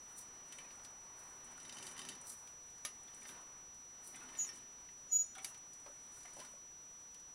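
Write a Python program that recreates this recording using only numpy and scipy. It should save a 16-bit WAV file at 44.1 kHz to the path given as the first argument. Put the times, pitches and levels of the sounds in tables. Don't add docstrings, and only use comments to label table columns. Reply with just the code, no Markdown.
import sys
import numpy as np
from scipy import signal
from scipy.fft import rfft, irfft, next_fast_len
from scipy.io import wavfile
from scipy.ndimage import map_coordinates

SR = 44100
rng = np.random.default_rng(int(sys.argv[2]) if len(sys.argv) > 2 else 0)


def convert_level_to_amplitude(level_db):
    exponent = np.asarray(level_db, float) / 20
    return 10 ** exponent


def inscribe(sig):
    pcm = np.round(np.clip(np.atleast_2d(sig).T, -1, 1) * 32767)
    wavfile.write(sys.argv[1], SR, pcm.astype(np.int16))


N = 323692

# pitch_hz, width_hz, level_db
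FRAME_MODES = [(1820, 32.1, -3), (2060, 41.14, -2), (2321.9, 23.16, -3.5), (2644.6, 79, -5),
               (3050, 85.15, -5), (3620.2, 18.4, -1.5), (3919.9, 54.48, -8), (4567, 19.87, -9),
               (4836.6, 69.7, -12), (5472.7, 98, -11), (6496.2, 26.93, -4), (10860, 30, -7.5)]
# pitch_hz, width_hz, level_db
MESH_MODES = [(5907.8, 90, 4.5), (8300, 19, -2), (8273, 52, -3.5), (8530, 46.4, 8), (8553.5, 112.8, 2.5),
              (9861, 57, 10.5), (10982, 40, -1.5)]
# time_s, level_db, octave_db
GLIDE_LEVELS = [(4.362, -85, -95.5), (4.3745, -43, -72), (4.3785, -53.5, -66.5), (4.383, -47, -64),
                (4.4, -57, -62.5), (4.455, -61, -69.5), (4.474, -47.5, -63.5), (4.495, -53, -62.5),
                (4.53, -76, -80)]


def unit(x):
    return x / np.sqrt(np.mean(x ** 2) + 1e-20)


def along(points, hz):
    f, v = np.transpose(points)
    return np.interp(np.log(hz + 1), np.log(f + 1), v)


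def curves(rows):
    s, *cols = np.transpose(rows)
    return [np.interp(np.arange(N) / SR, s, c) for c in cols]


def wobble(rate_hz):
    knots = rng.standard_normal(int(N * rate_hz / SR) + 4)
    return map_coordinates(knots, [np.arange(N) * rate_hz / SR])


def filtered(x, response):
    m = next_fast_len(N + SR // 2)
    return irfft(rfft(x, m) * response(np.fft.rfftfreq(m, 1 / SR)), m)[:N]


def coloured(x, spectrum):
    return filtered(x, lambda hz: convert_level_to_amplitude(along(spectrum, hz)))


def modes(table):
    def response(f):
        total = 0
        for k, (hz, width, db) in enumerate(table):
            damping = 1j * f * width
            total = total + (-1) ** k * convert_level_to_amplitude(db) * damping / (hz * hz - f * f + damping)
        return total
    return response


def ring(t, hz, t60):
    return np.sin(2 * np.pi * hz * t) * convert_level_to_amplitude(-60 * t / t60)


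def bell(t, center_s, half_width_s):
    return np.exp(-.5 * ((t - center_s) / half_width_s) ** 2)


def grit(rate_hz, spread_db, t60):
    sizes = (rng.random(N) < rate_hz / SR) * convert_level_to_amplitude(spread_db * rng.exponential(size=N))
    life = convert_level_to_amplitude(-60 * np.arange(SR // 20) / SR / t60)
    return unit(signal.fftconvolve(sizes, life)[:N] * rng.standard_normal(N))


def bursts(times_s, levels_db, t60, tail_db, tail_t60):
    hits, t = np.zeros(N), np.arange(SR // 5) / SR
    hits[np.round(times_s * SR).astype(int)] = convert_level_to_amplitude(levels_db)
    life = convert_level_to_amplitude(-60 * t / t60) + convert_level_to_amplitude(tail_db - 60 * t / tail_t60)
    return 0.593 * hits + signal.fftconvolve(hits, life)[:N] * rng.standard_normal(N)


def gestures(rows, rest_db):
    t = np.arange(0, N / SR + .01, .002)
    s, db, rise, fall = np.transpose(rows)[:, :, None]
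    drop_db = 10 * np.where(t < s, (s - t) / abs(rise), (t - s) / abs(fall))
    level_db = (db - drop_db).max(axis=0)
    return np.interp(np.arange(N) / SR, t, np.maximum(level_db, rest_db))


def ringing_parts(rows, puff_share):
    out, t = np.zeros(N + SR), np.arange(SR // 3) / SR
    onset = 1 - np.exp(-t / 0.000555)
    for s, db, hz, t60 in rows:
        puff = rng.standard_normal(len(t)) * convert_level_to_amplitude(-60 * t / t60)
        body = signal.lfilter(*signal.iirpeak(hz, 1.782 + hz / 1500, SR), puff)
        out[round(s * SR):][:len(t)] += convert_level_to_amplitude(db) * (ring(t, hz, t60) + puff_share * body) * onset
    return out[:N]


def air():
    # pitch_hz, level_db_per_hz
    hiss_spectrum = [(20, 1.5), (100, 0), (300, -3.5), (1000, -7.5), (2000, -11), (4000, -12),
                     (6000, -14.5), (8000, -15), (10500, -19.5), (12500, -23), (16000, -23)]
    return convert_level_to_amplitude(-67) * unit(coloured(rng.standard_normal(N), hiss_spectrum))


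def whine():
    whine_hz, frame_rate_hz = 5880, 30
    t = np.arange(N) / SR
    since = (t * frame_rate_hz - 685 / 1470 + .5) % 1 - .5
    gap = bell(since, 0, 0.01578)
    slip_rad = -.6 * gap + 0.098 * ((since % 1) - .5) + 0.172 * bell(since, .055, 0.022)
    return convert_level_to_amplitude(-53.0) * (1 - 0.5726 * gap) * np.cos(2 * np.pi * whine_hz * t + slip_rad)


def rumble():
    # time_s, level_db
    rumble_levels = [(0.0, -66.5), (.69, -63.5), (1.53, -64), (1.94, -58.5), (2.33, -66), (2.72, -69),
                     (3.21, -66.5), (3.37, -61.5), (3.78, -72.5), (4.37, -61), (4.6, -67.5), (5.29, -73),
                     (5.54, -64.5), (5.7, -71), (6.13, -69), (6.4, -64.5), (6.6, -73), (7.34, -73)]
    # pitch_hz, level_db_per_hz
    stand_spectrum = [(40, -16.5), (150, -18.5), (400, -8.5), (700, -5), (1000, -1), (1300, -4), (1700, -9),
                      (2600, -14.5), (5000, -81)]
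    level_db, = curves(rumble_levels)
    noise = unit(coloured(rng.standard_normal(N), stand_spectrum))
    return convert_level_to_amplitude(level_db - 1 + 1.0637 * wobble(20)) * noise


def scuffs():
    # peak_s, peak_db, rise_s_per_10db, fall_s_per_10db
    scuff_rows = [(.25, -68.5, -0.0862, 0.2419), (.4, -69.5, 0.5622, 0.0364), (.54, -64, 0.0992, 0.5821),
                  (1.45, -65.5, 0, 0.2621), (1.75, -59.5, 0.032, 0.0456), (1.88, -54, 0.079, 0.0351),
                  (1.935, -57, -0.1034, -0.0172), (2.0, -63, 0, 0.2224), (2.11, -59.5, -0.0689, 0.0051),
                  (2.87, -69, 0.36, 1), (3.15, -71, 0.6709, 0.0058), (3.31, -63.5, 0.06, 0.0108),
                  (3.34, -68, 0.8855, 0.3162), (4.2, -65, 0, 0.6359), (4.4, -58, 0.0884, -0.077),
                  (4.575, -61.5, .5, -0.0517), (5.155, -56, 0.0223, 0.0061), (5.26, -69.5, 0.7142, 0.2029),
                  (5.39, -55.5, 0.0007, 0.0046), (5.46, -53.5, -0.0314, 0.0097),
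                  (6.23, -64, 0.5789, 0.2418), (6.4, -60, 0.072, 0.1177), (6.97, -71, 0.3988, 0.4649)]
    # pitch_hz, level_db_per_hz
    scuff_spectrum = [(2000, -57), (4000, -17), (6500, -7), (8000, -2), (9300, 1.5), (10800, -7.5),
                      (12500, -14), (16000, -28)]
    level_db = gestures(scuff_rows, rest_db=-76.5)
    grains = grit(700, spread_db=2.5, t60=0.03787)
    sound = unit(coloured(grains, scuff_spectrum)) + .5 * unit(filtered(grains, modes(MESH_MODES)))
    return convert_level_to_amplitude(level_db - 3.5) * sound


def turning_wheel():
    # peak_s, peak_db, rise_s_per_10db, fall_s_per_10db
    stride_rows = [(.2, -68, 0.8158, 0.269), (.55, -64, -1.4523, 0.5188), (1.2, -70.5, 5.5, 3),
                   (1.45, -67, -0.5, -0.9663), (1.75, -59, -0.0078, 0.22), (1.88, -58, -0.6961, 0.1423),
                   (2.0, -57, -0.003, 0.2584), (2.11, -55.5, 0.484, 0.1057), (2.9, -69, 0.67, 1.9985),
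                   (3.24, -61, 0.0582, 0.15), (3.33, -59, 0.2149, 0.1627), (3.42, -61.5, 0.0729, 0.0211),
                   (4.15, -60, 0.0329, 0.624), (4.4, -61, 0.2859, 0.2267), (4.5, -59, .5, -0.2189),
                   (5.4, -64.5, 0.1423, 0.3164), (6.23, -66.5, 0.5931, 0.2459), (6.4, -61, 0.1344, 0.1129)]
    # pitch_hz, width_hz, level_db
    roll_modes = [(135.82, 29.96, -3), (245.33, 42.04, 1.5), (386.02, 37.58, -1.5)]
    level_db = gestures(stride_rows, rest_db=-78.5)
    shakes = convert_level_to_amplitude(level_db - 3.5) * grit(1500, spread_db=3.0, t60=0.046)
    rattle = convert_level_to_amplitude(14.5) * filtered(shakes, modes(FRAME_MODES))
    rattle += convert_level_to_amplitude(2.0) * coloured(shakes, [(500, -29), (900, -7), (1700, 3.5), (5000, -7.5), (8000, -21)])
    roll = convert_level_to_amplitude(level_db - 8) * unit(filtered(rng.standard_normal(N), modes(roll_modes)))
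    return rattle + roll


def swishes():
    # peak_s, peak_db, rise_s_per_10db, fall_s_per_10db
    swish_rows = [(.122, -68, 0.15, 0.0762), (.185, -52.5, -0.0176, 0.0347), (.215, -58.5, -0.0214, 0.0211),
                  (1.2, -65.5, 0.0562, 0.2004), (2.27, -54, -0.0045, 0.0842), (2.3, -50, 0.0284, 0.0465),
                  (2.335, -54.5, 0.0193, 0.0269), (2.395, -67, -0.1034, 0.1587),
                  (3.22, -69.5, 0.1627, 0.1523), (3.288, -57, 0.0287, 0.0351), (4.05, -58.5, -0.019, 0.103),
                  (4.074, -54, -0.0161, 0.0369), (5.49, -58, 0.0307, 0.033), (6.188, -62.5, 0.0479, 0.0195),
                  (6.4, -67, 0.0503, 0.1165)]
    # pitch_hz, level_db_per_hz
    swish_spectrum = [(2500, -38.5), (4000, -13), (6500, -11), (9000, 2), (10800, -1.5), (12500, -9),
                      (14000, -13), (16000, -17.5)]
    # pitch_hz, width_hz, level_db
    swept_modes = [(7517, 61.26, -5.5), (8505, 50, 4), (10860, 35, -4), (12270, 50, -3.5),
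                   (13460, 50, -13.5)]
    fur = grit(3000, spread_db=1.0, t60=.012)
    sound = unit(coloured(fur, swish_spectrum)) + 0.428 * unit(filtered(fur, modes(swept_modes)))
    return convert_level_to_amplitude(gestures(swish_rows, -110)) * sound


def claws():
    # start_s, peak_db, top_edge_db (re peak)
    claw_rows = [(.189, -53, -19), (.2119, -55, -22), (0.835, -58.5, -23.5), (1.1916, -60, -12),
                 (2.269, -49, -17.5), (2.296, -46, -19), (2.317, -52.5, -17.5), (2.3865, -62.5, -23),
                 (2.472, -58, -21.5), (2.7017, -59.5, -19), (2.7806, -60, -20), (2.8505, -39, -10),
                 (3.2129, -58, -20), (3.2834, -50.5, -20), (3.744, -58.5, -20), (4.0456, -59, -15.5),
                 (5.4458, -37, -22), (0.8479, -50.5, -25), (.524, -48.5, -25), (4.3536, -62, -14),
                 (4.3802, -55.5, -14), (4.5387, -60.5, -23.5), (4.555, -54, -24), (5.2421, -62, -17),
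                 (5.3517, -52, -23), (5.733, -53, -17.5), (6.2319, -53, -24.5), (6.1437, -58.5, -23),
                 (6.2065, -57, -22), (6.333, -56, -21.5), (6.3671, -56.5, -24), (6.28, -62.5, -22),
                 (6.292, -61, -23), (6.304, -63.5, -23), (6.161, -61, -22), (7.1435, -55.5, -22),
                 (7.1977, -59.5, -17)]
    # pitch_hz, level_db_per_hz
    tick_spectrum = [(500, -38), (2500, -23.5), (5000, 0.5), (7000, 1), (9000, 1.5), (10500, -0.5),
                     (12000, -5.5), (16000, -34.5)]
    s, db, top_db = np.transpose(claw_rows)
    crack = bursts(s, db, t60=0.02935, tail_db=-10.5, tail_t60=0.1767)
    edge = bursts(s, db + top_db, t60=0.023, tail_db=-20, tail_t60=.12)
    wire = coloured(crack, tick_spectrum) + convert_level_to_amplitude(1.0) * filtered(crack, modes(MESH_MODES))
    return wire + coloured(edge, [(10500, -36.5), (12200, 11.5), (14000, 3), (16000, -10)])


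def jolts():
    # start_s, peak_db, dull_crack_db (re peak)
    jolt_rows = [(.5232, -42, -1.5), (0.5855, -38.5, -15.5), (.707, -52, 8), (0.7945, -53.5, 3),
                 (0.8477, -50, 8), (2.474, -47.5, 1.5), (2.8497, -32.5, 3), (3.079, -46.5, -1.1643),
                 (3.136, -48, -6), (3.2221, -59, -1.5), (3.252, -46, 0), (3.2908, -41, -2.5),
                 (3.348, -56, -7), (4.146, -48.5, -10), (4.2882, -43.5, -8.5), (4.339, -52.5, -3),
                 (4.351, -43, -3), (4.399, -41.5, -8), (4.4476, -41.5, -12), (4.49, -42.5, -2),
                 (4.8877, -45, -13.5), (5.3833, -50.5, -7.5), (5.445, -36.5, 2.5), (5.5446, -48.5, 2),
                 (5.862, -57, 7.5), (6.2546, -59.5, -0.5), (6.367, -57, -4), (6.3927, -50.5, 7.5),
                 (6.4009, -49.5, 4.5), (6.4489, -50.5, 3.5), (7.1471, -54, 4)]
    s, db, dull_db = np.transpose(jolt_rows)
    shake = bursts(s, db, t60=0.004275, tail_db=-17.5, tail_t60=0.21674)
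    dull = bursts(s, db + dull_db, t60=0.02445, tail_db=1, tail_t60=0.15204)
    broad = coloured(dull, [(800, -16.5), (1700, -8.5), (5500, -7.5), (8500, -25.5)])
    return convert_level_to_amplitude(-5) * broad + convert_level_to_amplitude(13) * filtered(shake, modes(FRAME_MODES))


def paw_bumps():
    # start_s, peak_db, pitch_hz, t60_s
    bump_rows = [(.523, -60, 3050, 0.0937), (.584, -59.5, 2340, 0.177), (.584, -63.5, 2050, 0.0461),
                 (.796, -60.5, 1426, 0.0844), (1.578, -56.5, 1433, 0.0643), (1.994, -52.5, 1113, 0.1284),
                 (6.275, -63, 2159, 0.087), (3.177, -65.5, 1680, 0.0813), (3.218, -59, 2306, 0.0734),
                 (3.254, -54, 1527, 0.04626), (3.29, -59, 1551, 0.188), (4.143, -58.5, 2060, 0.1945),
                 (4.215, -58, 1441, 0.242), (5.352, -56.5, 1439, 0.1622), (5.352, -59, 3410, 0.1621),
                 (5.365, -58, 770.3, 0.407), (5.383, -56, 1321, 0.1199), (5.383, -55.5, 2240, 0.1341),
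                 (5.383, -57.5, 3420, 0.1002), (5.862, -53.5, 900, 0.1088), (5.862, -56.5, 580.1, 0.1388),
                 (5.86, -64, 1592, 0.0826), (6.255, -55, 2060, 0.0815), (6.25, -58.5, 712.1, 0.1467),
                 (6.249, -60.5, 1175, 0.0902), (6.366, -58, 574.4, 0.238), (6.366, -57, 818.7, 0.1162),
                 (6.386, -52.5, 599.2, 0.132), (6.411, -53.5, 1020, 0.167), (6.537, -59.5, 577.9, 0.1106), ]
    return ringing_parts(bump_rows, puff_share=3.941)


def frame_rings():
    # start_s, peak_db, pitch_hz, t60_s
    ring_rows = [(.524, -62.5, 2572, 0.0773), (.53, -62, 1877, 0.1249), (.524, -65, 10860, 0.147),
                 (.586, -61.5, 10860, 0.1936), (.586, -55.5, 3040, 0.1156), (.645, -60, 2502, 0.1018),
                 (.645, -63.5, 1903, 0.0985), (3.075, -61, 3507, 0.1002), (3.29, -54.5, 10860, 0.1428),
                 (3.33, -60, 1508, 0.0767), (4.138, -59.5, 751, .1), (4.162, -59.5, 3482, 0.134),
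                 (4.168, -60.5, 1558, 0.1013), (4.205, -60.5, 2563, 0.1307), (4.287, -56, 3040, 0.1064),
                 (4.287, -59, 1820, 0.0908), (4.285, -62.5, 4152, 0.068), (4.34, -60, 1820, 0.14),
                 (4.357, -65.5, 3653, 0.1385), (4.4, -59, 2757, 0.1131), (4.445, -62.5, 2550, 0.0763),
                 (4.492, -61.5, 3040, 0.0986), (4.49, -55.5, 1820, 0.1212), (4.565, -62.5, 3040, 0.0946),
                 (5.878, -57.5, 1314, 0.0785), (5.885, -60.5, 397.4, 0.1052), (5.897, -55.5, 578.2, 0.1067),
                 (5.915, -63, 1524, 0.0738), (6.165, -61.5, 1443, 0.0999), (6.25, -61, 1750, 0.0589),
                 (6.252, -64, 2647, 0.0598), (6.335, -66, 1394, 0.065), (6.445, -59, 1449, 0.0959),
                 (6.503, -62, 1002, 0.0698), (6.57, -62, 1101, 0.1169)]
    return ringing_parts(ring_rows, puff_share=1.364)


def claw_taps():
    # start_s, peak_db
    tap_rows = [(0.5839, -49), (.756, -53), (1.296, -54), (1.445, -49.5), (1.5169, -54.5), (1.577, -50.5),
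                (1.6305, -51.5), (1.6795, -51.5), (1.932, -53), (2.213, -45.5), (3.0333, -54), (3.146, -50),
                (3.2313, -49.5), (4.1589, -44.5), (4.4865, -54), (5.2638, -52), (5.3816, -46), (1.807, -55),
                (1.889, -47.5), (1.601, -52.5), (1.619, -58), (5.5456, -54), (5.5769, -53), (5.7983, -55),
                (6.0638, -57), (6.2556, -51.5), (6.3372, -53), (6.391, -54), (6.4, -47), (6.449, -48.5)]
    # pitch_hz, level_db_per_hz
    tap_spectrum = [(3000, -41), (6500, -8), (8000, 1), (9500, 3.5), (10800, -8.5), (12000, -17.5),
                    (16000, -39.5)]
    tips = bursts(*np.transpose(tap_rows), t60=0.02341, tail_db=-12, tail_t60=0.1337)
    return coloured(tips, tap_spectrum) + convert_level_to_amplitude(-2.5) * filtered(tips, modes(MESH_MODES))


def chatter():
    # start_s, frame_peak_db, mesh_peak_db
    chatter_rows = [(1.6, -46, -60), (1.6506, -40, -56.5), (1.694, -37, -60), (1.724, -39.5, -47),
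                    (1.768, -39, -50), (1.784, -39, -49), (1.826, -36.5, -44.5), (1.867, -34, -39.5),
                    (1.9122, -43.5, -48), (1.966, -44.5, -53), (1.9781, -38.5, -48.5), (1.9914, -33.5, -43),
                    (2.016, -42, -54), (2.0499, -36.5, -52.5), (2.0873, -31, -38.5), (2.118, -43, -58),
                    (2.151, -46.5, -64.5)]
    # pitch_hz, width_hz, level_db
    hub_modes = [(1820, 52.1, -4), (2050, 62.84, -5.5), (2666.2, 84.5, -7), (3040, 57.1, 1.5),
                 (3646.5, 24.22, 0.5), (3904.2, 43.7, -3.5), (4540.8, 38.15, -2.5), (4975.6, 84.8, -3),
                 (6429.9, 45.9, -0.5), (7440, 48.6, -5.5), (8749.7, 45, -5.5), (9175, 60, -5),
                 (10254, 50, -13), (10861, 29.95, 1)]
    # pitch_hz, level_db_per_hz
    thud_spectrum = [(700, -29.5), (1500, -4), (3000, -4), (5500, 1), (7500, -20.5)]
    # pitch_hz, level_db_per_hz
    clatter_spectrum = [(1200, -39.5), (2500, -17.5), (5000, -6.5), (7000, -3.5), (9200, 0.5), (10800, -3),
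                        (12500, -16), (16000, -27.5)]
    mesh_lag_s = .0004
    s, frame_db, mesh_db = np.transpose(chatter_rows)
    knock = bursts(s, frame_db, t60=0.00642, tail_db=-17.5, tail_t60=0.1591)
    thud = bursts(s, frame_db, t60=0.0405, tail_db=-6, tail_t60=0.166)
    hiss = bursts(s + mesh_lag_s, mesh_db, t60=0.0415, tail_db=-10, tail_t60=0.1693)
    out = convert_level_to_amplitude(10.0) * filtered(knock, modes(hub_modes))
    out += convert_level_to_amplitude(-16.5) * coloured(thud, thud_spectrum)
    return out + convert_level_to_amplitude(-1.5) * coloured(hiss, clatter_spectrum)


def hard_knocks():
    # (pitch_hz, level_db, t60_s)
    knock_rows = [
        (2.8501, -44.5, [(609.5, -13.5, 0.1706), (1233, -5.5, 0.1538), (1822, -1, 0.0837), (2276, 0.5, 0.0411), (2766, -8.5, 0.137), (3870, -16, 0.1202), (4861, 0, 0.0596), (6007, 4, 0.0599), (6555, -6.5, 0.1691), (8208, -11.5, 0.0987), (10860, 5.5, 0.12675)]),
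        (5.4461, -50, [(2319, 0.5, 0.04566), (2777, -14.5, 0.415), (3766, -1, 0.0578), (4584, 7.5, 0.02832), (4910, -12, .08), (6517, -9, 0.3745), (8246, -9, 0.0614), (10860, 1.5, 0.2035), (11080, 16, 0.02998), (12100, -6, .05), (12760, -4.5, 0.0603)]),
    ]
    out, t = np.zeros(N + SR), np.arange(SR // 3) / SR
    for s, db, table in knock_rows:
        struck = sum(convert_level_to_amplitude(level) * ring(t, hz, t60) for hz, level, t60 in table)
        out[round(s * SR):][:len(t)] += convert_level_to_amplitude(db) * struck
    return out[:N]


def gliding_squeak():
    # time_s, slip_rate_hz
    glide_pitch = [(4.365, 6930), (4.383, 7150), (4.397, 6780), (4.408, 6560), (4.435, 6420), (4.452, 6150),
                   (4.466, 5800), (4.49, 5600), (4.54, 5520)]
    # peak_s, peak_db, pitch_hz, half_width_s
    axle_rows = [(4.392, -51.5, 7110, 0.00706), (4.408, -55, 6560, .012), (4.405, -48.5, 6327, 0.00842),
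                 (4.424, -44, 6327, 0.01455), (4.455, -55.5, 6327, 0.0112), (4.449, -48.5, 6062, 0.00712),
                 (4.504, -52, 5605, 0.00915), (4.498, -55.5, 5366.4, 0.0099), (4.534, -58, 5605, 0.00609)]
    t = np.arange(N) / SR
    (hz,), (db, octave_db) = curves(glide_pitch), curves(GLIDE_LEVELS)
    turn_rad = 2 * np.pi * np.cumsum(hz + 60 * wobble(400)) / SR
    sliding = (t > GLIDE_LEVELS[0][0]) & (t < GLIDE_LEVELS[-1][0])
    slip = convert_level_to_amplitude(2.794 * wobble(300)) * sliding
    octave = convert_level_to_amplitude(octave_db + 2.1 * wobble(600)) * np.sin(2 * turn_rad + 1.1 * wobble(1200))
    glide = slip * (convert_level_to_amplitude(db) * np.sin(turn_rad) + octave)
    echo = rng.standard_normal(SR // 10) * convert_level_to_amplitude(-60 * t[:SR // 10] / 0.0899)
    glide = glide + convert_level_to_amplitude(-28) * signal.fftconvolve(glide, echo)[:N]
    for s, peak_db, mode_hz, width_s in axle_rows:
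        glide += convert_level_to_amplitude(peak_db) * bell(t, s, width_s) * np.sin(2 * np.pi * mode_hz * (t - s))
    return glide


def locked_squeak():
    # peak_s, peak_db, half_width_s
    swell_rows = [(4.389, -38.5, 0.00629), (4.402, -40, 0.00858), (4.418, -36.5, 0.01382),
                  (4.442, -43.5, 0.01765), (5.105, -61, 0.01198), (5.134, -28, 0.009436),
                  (5.163, -25, 0.010502), (5.19, -33.5, 0.00543), (5.202, -31.5, 0.007083),
                  (5.218, -32.5, 0.00947), (5.243, -40.5, 0.005396), (5.263, -53.5, 0.00611),
                  (5.3, -58.5, 0.02486)]
    # time_s, pitch_hz
    lock_pitch = [(4.38, 6830), (4.5, 6825), (5.09, 6845), (5.17, 6851), (5.2, 6840), (5.235, 6830),
                  (5.3, 6842)]
    # time_s, phase_cycles
    regrip_rows = [
        (5.183, 0.3297),
        (5.235, .49),
    ]
    catch_s, octave_fade_db_per_s = 4.3875, 40
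    t = np.arange(N) / SR
    swell = 0
    for s, db, width_s in swell_rows:
        cycles = sum(part for at, part in regrip_rows if s > at)
        swell = swell + convert_level_to_amplitude(db) * np.exp(2j * np.pi * cycles) * bell(t, s, width_s)
    swell = swell * np.clip((t - catch_s) / .0012, 0, 1)
    locked = swell * np.exp(2j * np.pi * np.cumsum(curves(lock_pitch)[0]) / SR)
    octave = locked ** 2 / (np.abs(locked) + 0.0114) * (t > GLIDE_LEVELS[-1][0])
    octave = octave * convert_level_to_amplitude(-octave_fade_db_per_s * (t - swell_rows[6][0]) + 1.502 * wobble(90))
    return locked.real + convert_level_to_amplitude(-24.5) * octave.real


def scene():
    background = air() + rumble()
    brushing = scuffs() + swishes()
    wire = claws() + claw_taps()
    wheel = turning_wheel() + jolts() + frame_rings() + chatter() + hard_knocks()
    axle = gliding_squeak() + locked_squeak()
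    return (background + brushing + wire + wheel + paw_bumps() + axle)[None]


def roll_off(x):
    return signal.sosfilt(signal.butter(12, 16340, fs=SR, output="sos"), x)


def record(dry):
    notch_hz, top_hz = 11760, 15800

    def microphone(hz):
        off = (hz - notch_hz) ** 2
        notch = np.sqrt((off + 60 ** 2) / (off + 650 ** 2))
        return notch * np.where(hz < top_hz, 1, .03)

    mix = filtered(dry[0], microphone) + whine()
    return roll_off(mix[None])


dry = scene()
out = record(dry)
inscribe(out)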